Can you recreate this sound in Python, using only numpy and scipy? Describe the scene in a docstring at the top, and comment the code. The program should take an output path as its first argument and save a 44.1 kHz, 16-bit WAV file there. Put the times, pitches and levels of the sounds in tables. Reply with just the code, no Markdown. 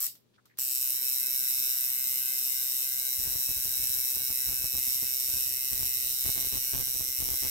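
"""In a small studio, a coil tattoo machine buzzes close to a handheld camera: about 130 strokes a second.
It stops for half a second while the skin is wiped, then runs on and the needle meets the skin.
From two seconds on its tone swings as the hand shades in growing circles; after three, handling bumps.
Stroke impulses with scattered phase excite steel resonances; a bank of cosines makes the hum.
Shaped noise makes air and wipes; filtered impulses make knocks and bumps. Levels precede later gains."""
import sys
import numpy as np
from scipy import signal
from scipy.fft import rfft, irfft, next_fast_len
from scipy.io import wavfile
from scipy.ndimage import map_coordinates

SR = 44100
rng = np.random.default_rng(int(sys.argv[2]) if len(sys.argv) > 2 else 0)


def materialize(psi):
    """Save the field psi as 16-bit PCM at rate SR to the path in sys.argv[1].

    A 1-D psi becomes a single channel; in a 2-D psi each row is a channel.
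    """
    bounded = np.clip(np.atleast_2d(psi).T, -1, 1)
    quanta = np.round(bounded * 32767).astype(np.int16)
    wavfile.write(sys.argv[1], SR, quanta)


N = 330750
# splits a left-minus-right difference evenly over the two ports
HALVES = np.array([[.5], [-.5]])


def amp(db):
    """Decibels to gain."""
    return 10 ** (np.asarray(db) / 20)


def unit(x):
    """Scale to rms 1."""
    return x / np.sqrt(np.mean(x ** 2) + 1e-20)


def seconds():
    """Time of every sample."""
    return np.arange(N) / SR


def along(points, hz):
    """Interpolate (Hz, value) points on a log frequency axis."""
    f, v = np.transpose(points)
    return np.interp(np.log(hz + 1), np.log(f + 1), v)


def curves(rows):
    """One value per sample for each column after the time."""
    s, *cols = np.transpose(rows)
    return [np.interp(seconds(), s, c) for c in cols]


def wobble(rate):
    """Smooth random curve with rate knots a second."""
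    knots = rng.standard_normal(int(N * rate / SR) + 4)
    return map_coordinates(knots, [np.arange(N) * rate / SR])


def filtered(x, response):
    """Multiply the spectrum of x by a complex response of frequency."""
    m = 2 * next_fast_len((N + SR) // 2)
    return irfft(rfft(x, m) * response(np.fft.rfftfreq(m, 1 / SR)), m)[..., :N]


def causal(points, hz):
    """Minimum-phase response with the given (Hz, dB) colour."""
    cepstrum = irfft(np.log(amp(along(points, hz))))
    cepstrum[1:len(hz) - 1] *= 2
    cepstrum[len(hz):] = 0
    return np.exp(rfft(cepstrum))


def mode(hz, centre_hz, width_hz):
    """Response of one damped resonance, 1 at its centre."""
    damping = 1j * hz * width_hz
    return damping / (centre_hz ** 2 - hz * hz + damping)


def pulses(times, sizes):
    """Impulses placed between samples by a windowed sinc."""
    at = np.asarray(times)[:, None] * SR
    index = np.floor(at).astype(int) + np.arange(-7, 9)
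    taps = np.asarray(sizes)[:, None] * np.sinc(index - at) * np.sinc((index - at) / 8)
    inside = (index >= 0) & (index < N)
    return np.bincount(index[inside], taps[inside], N)


def dispersed(x, spread_s, step_hz):
    """Each frequency leaves the steel at its own moment, differently towards each ear."""
    def response(hz):
        knots = rng.standard_normal((2, 200))
        delay_s = spread_s * np.array([np.interp(hz / step_hz, np.arange(len(k)), k) for k in knots])
        return np.exp(-2j * np.pi * np.cumsum(delay_s, axis=1) * hz[1])
    return filtered(x, response)


def moving_resonance(x, centre_hz, width_hz):
    """Steep-sided resonance whose centre and width follow curves."""
    hz, t, z = signal.stft(x, SR, nperseg=256)
    centre, width = (np.interp(t * SR, np.arange(N), curve) for curve in (centre_hz, width_hz))
    detuning = (2 * (hz[:, None] - centre) / width) ** 2
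    shaped = z / np.sqrt(1 + detuning ** 2 + detuning ** 3)
    return signal.istft(shaped, SR, nperseg=256)[1][:, :N]


def at_ports(x, lead):
    """One ring heard at both microphone ports, the left leading by a phase in radians."""
    return np.real(signal.hilbert(x) * np.exp(1j * lead * HALVES))


# Air noise colour. Each row: frequency in Hz, gain in dB.
AIR_COLOUR = [(25, -24), (90, -10), (170, -2), (260, -17), (400, -6), (700, -17), (2000, -23), (4000, -20),
              (8000, -30), (15000, -64.5)]
# Low rumble of the room. Each row: time in seconds, relative level in dB.
RUMBLE_LEVEL = [(0, -71.5), (0.7, -78), (1.3, -64.5), (2.3, -69.5)]


def background():
    """Room air and a low, slowly changing rumble as coloured noise, with a faint 120 Hz mains hum."""
    def noise(colour):
        return unit(filtered(rng.standard_normal((2, N)), lambda hz: amp(along(colour, hz))))
    rumble = noise([(30, -23.0), (80, -10.5), (120, -4.5), (150, -10.5), (200, 0), (340, -7.0),
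                    (700, -18.0), (2000, -29)])
    rumble = rumble * amp(curves(RUMBLE_LEVEL)[0] + 1.5)
    mains = amp(-76) * np.sin(2 * np.pi * 120 * seconds())
    return amp(-74.5) * noise(AIR_COLOUR) + mains + rumble * amp([[2], [-2]])


# Glove and tissue on skin. Each row: peak time in seconds, length in seconds, centre in Hz,
# width in Hz, relative level in dB.
WIPE_STROKES = [(0.025, 0.069, 1220, 200, -61), (0.35, 0.041, 3450, 3000, -73),
                (0.389, 0.026, 1370, 500, -64.5), (0.46, 0.021, 1220, 300, -68),
                (0.508, 0.065, 2000, 700, -72)]
WIPE_GRAIN_DB, WIPE_RISE_PER_FALL = 3, 0.65


def wipes():
    """Glove and tissue catch and slip: each stroke a grainy swell of noise in one broad resonance."""
    t = seconds()
    out = np.zeros((2, N))
    for s, length, centre, width, db in WIPE_STROKES:
        noise = unit(filtered(rng.standard_normal((2, N)),
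                              lambda hz: 1 / (1 + ((hz - centre) / width * 2) ** 2)))
        grain = unit(amp(WIPE_GRAIN_DB * wobble(220)))
        rise = np.where(t < s, WIPE_RISE_PER_FALL, 1)
        swell = np.exp(-(2 * (t - s) / length / rise) ** 2)
        out += amp(db + 3.5) * noise * grain * swell
    return out


# Fingers shift on the camera. Each row: start in seconds, length in seconds, relative level in dB.
FINGER_SHIFTS = [(3.182, 0.056, -56.5), (3.247, 0.15, -57.5), (3.487, 0.03, -50), (3.56, 0.032, -53.5),
                 (3.643, 0.032, -54), (3.794, 0.064, -63), (3.893, 0.03, -58), (3.942, 0.042, -57),
                 (4.136, 0.042, -54.5), (4.195, 0.026, -54), (4.286, 0.036, -55), (4.456, 0.081, -52),
                 (4.587, 0.041, -57), (4.638, 0.026, -50), (4.73, 0.072, -51), (4.862, 0.049, -55.5),
                 (5.016, 0.032, -50.5), (5.286, 0.022, -53), (5.323, 0.064, -53), (5.396, 0.04, -61),
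                 (5.504, 0.017, -53.5), (5.705, 0.18, -53), (6.026, 0.11, -61.5), (6.241, 0.072, -50),
                 (6.344, 0.13, -48), (6.519, 0.059, -45.5), (6.622, 0.063, -59.5), (6.723, 0.11, -46),
                 (6.858, 0.051, -56), (6.934, 0.036, -52.5), (6.988, 0.12, -55), (7.183, 0.16, -49.5),
                 (7.416, 0.07, -46.5)]
HOLD_S, HOLD_DB = 3.18, -64  # fingers take hold; level of the resting hand
SHIFT_ATTACK_S, SHIFT_RELEASE_S, SHIFT_DB, SHIFT_SAG_DB = 0.01, 0.0081, -0.2, 4


def grip():
    """Handling strength: a restless hand, plus a swell per finger shift that sags and then dies away."""
    t = seconds()
    level = amp(HOLD_DB + 3.7 * wobble(15)) * (t > HOLD_S)
    for (s, length, db), chance in zip(FINGER_SHIFTS, rng.standard_normal(len(FINGER_SHIFTS))):
        sag_db = SHIFT_SAG_DB * (.5 - np.clip((t - s) / length, 0, 1))
        release_s = SHIFT_RELEASE_S * amp(3 * chance)
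        attack = np.clip((t - s) / SHIFT_ATTACK_S, 0, 1)
        decay = np.exp(-np.maximum(t - s - length, 0) / release_s)
        level = level + amp(db + SHIFT_DB + sag_db) * attack * decay
    return level


# Bumps on the camera. Each row: time in seconds, relative peak level in dB.
CAMERA_BUMPS = [(3.273, -42), (3.359, -44.5), (3.491, -43.5), (3.654, -49), (3.801, -50.5), (3.83, -51),
                (3.854, -55), (3.9, -49), (4.303, -44), (4.642, -42), (4.736, -55), (5.028, -49),
                (5.294, -49), (5.361, -53), (5.73, -46), (5.807, -47), (5.83, -43), (6.262, -39.5),
                (6.293, -36.5), (6.532, -52), (6.555, -43), (6.74, -60), (6.778, -48), (6.8, -40.5),
                (7.009, -39.5), (7.225, -39.5)]
# Colour of bumps and rub. Each row: frequency in Hz, gain in dB.
BUMP_COLOUR = [(15, -24), (35, -7), (65, 4.5), (130, -8.5), (300, -11), (700, -18), (1500, -27),
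               (4000, -40.5)]
# Colour of strokes carried into the camera body. Each row: frequency in Hz, gain in dB.
CARRIED_COLOUR = [(40, -18), (130, -1), (300, -0.5), (700, -5.5), (1500, -14), (4000, -19)]
# carried buzz at the firm grip level; a firmer grip carries more
CARRIED_DB, FIRM_GRIP_DB, CARRIED_DB_PER_GRIP_DB = -5.5, -45.5, 0.26
REBOUND_S, REBOUND_DB = 0.0077, -12  # second touch of a bumping finger


def handling(times):
    """Fingers slip in small jolts and let in the strokes as a crackle; the ports move in opposite senses."""
    level = grip()

    def body(x):
        return filtered(x, lambda hz: causal(BUMP_COLOUR, hz))

    def sway_gain(hz):
        return amp(along([(15, -5.5), (35, -4.5), (70, 0.0), (140, -28.5), (500, -20), (2000, -45)], hz))

    def far_response(hz):
        colour = causal([(30, -29.5), (70, -12.0), (150, -1.5), (300, 0.0), (1000, -0.5)], hz)
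        return -colour * np.exp(2j * np.pi * hz * 0.00012)  # inverted, 0.12 ms early

    slips = rng.random((700, 2))
    rub = unit(body(pulses(slips[:, 0] * N / SR, slips[:, 1] - .5)))
    sway = unit(filtered(rng.standard_normal((2, N)), sway_gain))
    crackle = pulses(times, amp(2.7 * rng.standard_normal(len(times))))
    buzz = unit(filtered(crackle, lambda hz: causal(CARRIED_COLOUR, hz)))
    buzz = buzz * amp(CARRIED_DB) * (level / amp(FIRM_GRIP_DB)) ** CARRIED_DB_PER_GRIP_DB
    s, db = np.transpose(CAMERA_BUMPS)
    touches = pulses(s, amp(db)) + pulses(s + REBOUND_S, amp(db + REBOUND_DB))
    bumps = body(touches) / np.abs(body(pulses([1], [1]))).max()
    jolts = level * (amp(-5.5) * rub + buzz) + amp(7.0) * bumps
    far_port = filtered(jolts, far_response) * amp(0.5)
    return amp(7.0) * np.array([jolts, far_port]) + amp(-1.5) * level * sway


# Direct share of the blow. 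Each row: frequency in Hz, gain in dB.
DIRECT_SHARE = [(1000, -9.5), (3500, -44.5), (5500, -5.5), (8000, -5), (15000, -2.5)]
# Decay of the tail. Each row: frequency in Hz, T60 in seconds.
ROOM_T60 = [(200, 0.036), (2000, 0.19), (5500, 0.2), (9000, 0.18), (15000, 0.22)]


def studio(x, early_db, early_s, tail_db):
    """The direct blow, close reflections from arm and couch, then a short diffuse tail."""
    hz, t, z = signal.stft(rng.standard_normal((2, SR // 2)), SR, nperseg=256)
    tail = signal.istft(z * amp(-60 * t / along(ROOM_T60, hz)[:, None]), SR, nperseg=256)[1]
    early = rng.standard_normal(tail.shape) * np.exp(-np.arange(tail.shape[1]) / SR / early_s)
    answer = amp(tail_db) * tail / np.linalg.norm(tail[0])
    answer = answer + amp(early_db) * early / np.linalg.norm(early[0])
    direct = filtered(x, lambda hz: amp(along(DIRECT_SHARE, hz)))
    return direct + signal.fftconvolve(x, answer, axes=1)[:, :N]


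# Small knocks of the machine in the hand. Each row: time in seconds, relative level in dB.
MACHINE_TICKS = [(0.153, -46.5), (0.456, -51), (0.573, -45), (0.583, -37)]
# Power on. Each row: first stroke in seconds, off in seconds.
POWER_RUNS = [(-0.3035, 0.069), (0.5883, 7.6)]


def ticks():
    """Light knocks of the idle machine as dispersed clicks, and the dull kick of its first stroke."""
    def click_colour(hz):
        return causal([(300, -17), (1300, 0), (4000, 7.5), (10000, 1), (13500, 10), (15800, -8)], hz)

    def kick_colour(hz):
        return causal([(40, -14), (200, -7.0), (2500, -11.0), (6000, -26)], hz)

    s, db = np.transpose(MACHINE_TICKS)
    clicks = filtered(pulses(s, amp(db + 5.0)), click_colour)
    kick = filtered(pulses([POWER_RUNS[1][0]], [amp(-9.5)]), kick_colour)
    clicks = dispersed(clicks, spread_s=0.00031, step_hz=840)
    return kick + studio(clicks, early_db=4, early_s=0.0042, tail_db=5.5)


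TOUCH_S = 0.764  # the needle meets the skin


def lifted(settle_s):
    """1 while the needle runs free, 0 once it has settled in the skin."""
    return np.clip(1 - (seconds() - TOUCH_S) / settle_s, 0, 1)


PRESS_S, CIRCLES_PER_S = 5.9, 2.02  # nominal moment of full pressure; circling rate
WIDEN_FROM_S, WIDEN_UNTIL_S = 2.0, 4.6


def pressure():
    """Needle pressure, about -1 to 1, swinging once per circle of the hand; depth and timing wander."""
    t = seconds()
    depth = np.interp(t, (WIDEN_FROM_S, WIDEN_UNTIL_S), (0, 1)) * amp(1.7 * wobble(2))
    return depth * np.cos(2 * np.pi * CIRCLES_PER_S * (t - PRESS_S) + 0.3 * wobble(5))


# Armature speed. Each row: time in seconds, strokes per second.
STROKE_RATE = [(0.6, 129.67), (0.8, 129.23), (1.1, 129.35), (1.6, 129.5), (2.2, 129.22), (2.8, 129.93),
               (3.4, 129.24), (4.0, 129.37), (4.6, 129.45), (5.2, 129.6), (5.8, 129.71), (6.4, 129.93),
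               (7.0, 129.66), (7.5, 129.89)]


def armature(wander_hz, jitter_s):
    """Integrate the stroke rate to swing phase in turns; each whole turn under power is a stroke."""
    t = seconds()
    rate = curves(STROKE_RATE)[0] + wander_hz * wobble(14)
    turns = np.cumsum(rate) / SR
    (first, stop), (restart, end) = POWER_RUNS
    # align the phase of each run to its first stroke
    turns -= np.where(t < (stop + restart) / 2, first * rate[0], np.interp(restart, t, turns))
    power = (t < stop) | ((t > restart - 1 / rate[0] / 2) & (t < end))
    at = np.flatnonzero((np.diff(np.floor(turns)) > 0) & power[1:]) + 1
    times = t[at] - turns[at] % 1 / rate[at]
    return times + jitter_s * rng.standard_normal(len(times)), turns, power


# Radiation of the frame's overtones. Each row: frequency in Hz, gain in dB.
OVERTONE_COLOUR = [(130, -12.5), (390, -14.5), (520, -15.5), (780, -25), (920, -13.5), (1160, -13.5),
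                   (1300, -15.5), (1550, -6), (1690, -14), (1940, -6), (2150, 3), (2390, -14), (2590, 1.5),
                   (2750, -3.5), (3100, -4.5), (3370, -14), (3620, -6.5), (3900, -3), (4150, -5),
                   (4500, -10), (5200, -5.5), (6000, 2.5), (6500, -8.5)]
OVERTONE_COUNT, HUM_LEAD_RAD = 50, 2.28
HUM_DB, HUM_FREE_DB = -47.5, -6.5  # level in the skin; change when free
HUM_BUILD_S, HUM_RING_S = 0.16, 0.013  # build-up after touch; ring after power-off


def hum(turns, power, phase_spread, waver_db, sway, flutter):
    """The swinging mass shakes the frame at multiples of the stroke rate; the hand sways each overtone."""
    tone = np.zeros((2, N))
    stroke_hz = np.mean(STROKE_RATE, axis=0)[1]
    steps = np.arange(0, N, 100)

    def slow(rate):
        return map_coordinates(rng.standard_normal(int(N * rate / SR) + 4), [steps * rate / SR])

    def smooth(curve):
        return np.interp(np.arange(N), steps, curve)

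    for multiple in range(1, OVERTONE_COUNT + 1):
        phase = phase_spread * rng.standard_normal((2, 1)) + HUM_LEAD_RAD * HALVES
        shake = smooth(sway * slow(2.515) + flutter * slow(45))
        gain_db = along(OVERTONE_COLOUR, multiple * stroke_hz) + waver_db * np.tanh(slow(12))
        tone += smooth(amp(gain_db)) * np.cos(2 * np.pi * multiple * turns + phase + shake)
    ringing = np.exp(-np.abs(seconds() - POWER_RUNS[0][1]) / HUM_RING_S)
    level = amp(HUM_DB + HUM_FREE_DB * lifted(HUM_BUILD_S))
    return level * unit(tone) * np.maximum(power, ringing)


# Chatter by frequency. Each row: frequency in Hz, share.
CHATTER_SHARE = [(1500, 0.97), (4000, 0.85), (7500, 1.07), (13000, 1.26)]


def impacts(times, lags, spread, ears, chatter, chatter_hz, scatter_db):
    """Flat-spectrum blows; phase scatter drifts slowly, differs by port and rattles between strokes."""
    size = 512
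    hz = np.fft.rfftfreq(size, 1 / SR)

    def field(steps, step_hz):
        knots = rng.standard_normal((int(steps[-1]) + 4, 80))
        grid = np.meshgrid(steps, hz / step_hz, indexing="ij")
        return map_coordinates(knots, grid, order=2, mode="mirror")

    start = np.floor(times * SR).astype(int)
    late = 2 * np.pi * np.outer(times - start / SR, hz)
    chance = rng.standard_normal((len(times), 2))
    shared = spread * field(times * 1.17, step_hz=1506) - late
    looseness = chatter * amp(2.75 * chance[:, :1]) * along(CHATTER_SHARE, hz)
    out = []
    for port in range(2):
        phase = shared + ears * field(times * 0.813, step_hz=1436)
        phase = phase + looseness * field(np.arange(len(times)), chatter_hz)
        phase = phase + 2 * np.pi * (.5 - port) * np.outer(lags, hz)
        blows = np.fft.fftshift(irfft(np.exp(1j * phase)), axes=1) * amp(scatter_db * chance[:, 1:])
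        index = start[:, None] + np.arange(size)
        out.append(np.bincount(index.ravel(), blows.ravel(), N + size)[size // 2:][:N])
    return np.array(out)


# Steel impact colour. Each row: frequency in Hz, gain in dB.
IMPACT_COLOUR = [(100, -25.5), (700, -22), (1700, -16), (2100, -10), (2400, -14.5), (2700, -3), (3100, -5),
                 (3370, -13), (3700, -0.5), (4400, -5.5), (5200, 0.5), (7200, 1.5), (8400, 4.5),
                 (9400, 5.5), (10100, 2), (10800, 3.5), (12700, 7), (14500, -5.5), (15800, -5)]
# Frame resonances. Each row: centre in Hz, width in Hz, gain in dB.
FRAME_MODES = [(2130, 200, -22), (2590, 70, -18), (3890, 50, -2.5), (5458, 42, 0), (5574, 42, 0),
               (8450, 200, -8.5), (10100, 300, -13)]
# Free needle bar rattling in its tube. Each row: centre in Hz, width in Hz, gain in dB.
RATTLE_MODES = [(3250, 220, -5), (4000, 350, -11), (4940, 550, 6.5), (7930, 630, 11), (10150, 590, -6)]
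# Needle bar ringing in its tube. Each row: time in seconds, level in dB.
NEEDLE_LEVEL = [(1, -50), (2, -43), (5.7, -44), (7.5, -45)]
# Thin ring of the spring's tip. Each row: time in seconds, level in dB.
TIP_LEVEL = [(0.8, -43), (2.4, -47), (3.4, -40.5), (5, -38.5), (7.5, -38.5)]
# Contact spring as the grip slowly changes. Each row: time in seconds, centre in Hz,
# nominal width in Hz, level in dB.
SPRING_COURSE = [(0.6, 13400, 1300, -35.5), (1.0, 13230, 1700, -34), (2.0, 13300, 1590, -33.5),
                 (3.2, 13460, 1910, -41), (5.2, 12900, 2200, -40.5), (7.5, 13500, 2400, -47)]
SETTLE_S, RATTLE_DB = 0.068, -43.5
# levels in the skin; changes when free
IMPACT_DB, IMPACT_FREE_DB, FRAME_DB, FRAME_FREE_DB, FREE_CHATTER_DB = -33.5, -0.5, -44, -3.5, -1.5
# changes per unit pressure; FLAT lowers the spring's pitch
PRESS_SPRING_DB, PRESS_FLAT_HZ, PRESS_FRAME_DB, PRESS_CHATTER_DB = 1.2, 99, 0.2, 0.5
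CIRCLE_LAG_S = 0.000009  # delay between ports per unit pressure
# widths are per stage of two; swings are per unit pressure; leads are of the left port
NEEDLE_HZ, NEEDLE_WIDTH_HZ, NEEDLE_SWING_RAD = 11850, 800, 0.6
TIP_HZ, TIP_WIDTH_HZ, TIP_LEAD_RAD, TIP_SWING_RAD = 13720, 850, 1.7, 1.15
FRAME_LEAD_RAD = -1.75


def steel(times):
    """Blows ring armature, frame, needle bar and spring; needle pressure shifts the spring's pitch."""
    free, press = lifted(SETTLE_S), pressure()
    spring_hz, spring_width_hz, spring_db = curves(SPRING_COURSE)
    impact_db = IMPACT_DB + IMPACT_FREE_DB * free + 0.37 * wobble(10)
    frame_db = FRAME_DB + FRAME_FREE_DB * free + PRESS_FRAME_DB * press + 0.63 * wobble(7.3)
    stroke_press, stroke_free = (np.interp(times * SR, np.arange(N), curve) for curve in (press, free))
    chatter = 0.99 * amp(PRESS_CHATTER_DB * stroke_press + FREE_CHATTER_DB * stroke_free)
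    strokes = impacts(times, CIRCLE_LAG_S * stroke_press, spread=1.0, ears=1.21,
                      chatter=chatter[:, None], chatter_hz=703.0, scatter_db=1.04)
    # the reflections change as the hand travels
    travel = np.linspace(0, 2 * np.pi, N) + 0.45 * wobble(2.336)
    blows = sum(share * studio(strokes, early_db=-12.0, early_s=0.0084, tail_db=-4.5)
                for share in (np.cos(travel) ** 2, np.sin(travel) ** 2))

    def modes(rows):
        return lambda hz: sum(amp(db) * mode(hz, centre, width) for centre, width, db in rows)

    clack = unit(filtered(blows, lambda hz: causal(IMPACT_COLOUR, hz)))
    frame_drive = at_ports(strokes[0], FRAME_LEAD_RAD) + 0.57 * blows
    frame = unit(filtered(frame_drive, modes(FRAME_MODES)))
    needle_drive = at_ports(strokes[0], NEEDLE_SWING_RAD * press) + 0.4 * blows
    needle = unit(filtered(needle_drive, lambda hz: mode(hz, NEEDLE_HZ, NEEDLE_WIDTH_HZ) ** 2))
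    tip_drive = at_ports(strokes[1], TIP_LEAD_RAD + TIP_SWING_RAD * press) + .2 * blows
    tip = unit(filtered(tip_drive, lambda hz: mode(hz, TIP_HZ, TIP_WIDTH_HZ) ** 2))
    rattle = unit(filtered(blows, modes(RATTLE_MODES)))
    spring = unit(moving_resonance(blows, spring_hz - PRESS_FLAT_HZ * press, spring_width_hz))
    springs = amp(spring_db) * spring + amp(curves(TIP_LEVEL)[0]) * tip
    return (amp(impact_db) * clack + amp(frame_db) * frame + amp(curves(NEEDLE_LEVEL)[0]) * needle
            + amp(RATTLE_DB) * free * rattle + amp(PRESS_SPRING_DB * press) * springs)


# Side the machine throws each band to. Each row: frequency in Hz, left minus right in dB.
BAND_LEAN = [(150, 11.5), (1000, 5.5), (2100, 6), (3000, -2.5), (4000, -4.5), (5500, -9.5), (6400, -3.5),
             (8300, 8.5), (9800, -1.5), (11500, 2), (13700, -1), (15000, 20.5)]
# Machine drifting across the stereo image. 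Each row: time in seconds, left minus right in dB.
SIDE_DRIFT = [(0.5, -0.5), (2.5, 0.25), (7, -1.6)]


def scene():
    """Sum all sources; the machine leans to one side by band and drifts across the image."""
    times, turns, power = armature(wander_hz=0.16, jitter_s=.00001)
    buzz = hum(turns, power, phase_spread=0.78, waver_db=7.0, sway=0.77, flutter=0.84)
    machine = steel(times) + buzz + ticks()
    placed = filtered(machine, lambda hz: amp(along(BAND_LEAN, hz) * HALVES))
    placed = placed * amp(curves(SIDE_DRIFT)[0] * HALVES)
    return placed + handling(times) + wipes() + background()


TOP_HZ = 15850


def record(dry):
    """The camera's band limit: a 150 Hz wide fade centred on TOP_HZ, nothing above."""
    return filtered(dry, lambda hz: np.clip((TOP_HZ - hz) / 150 + .5, 0, 1))


dry = scene()
out = record(dry)
materialize(out)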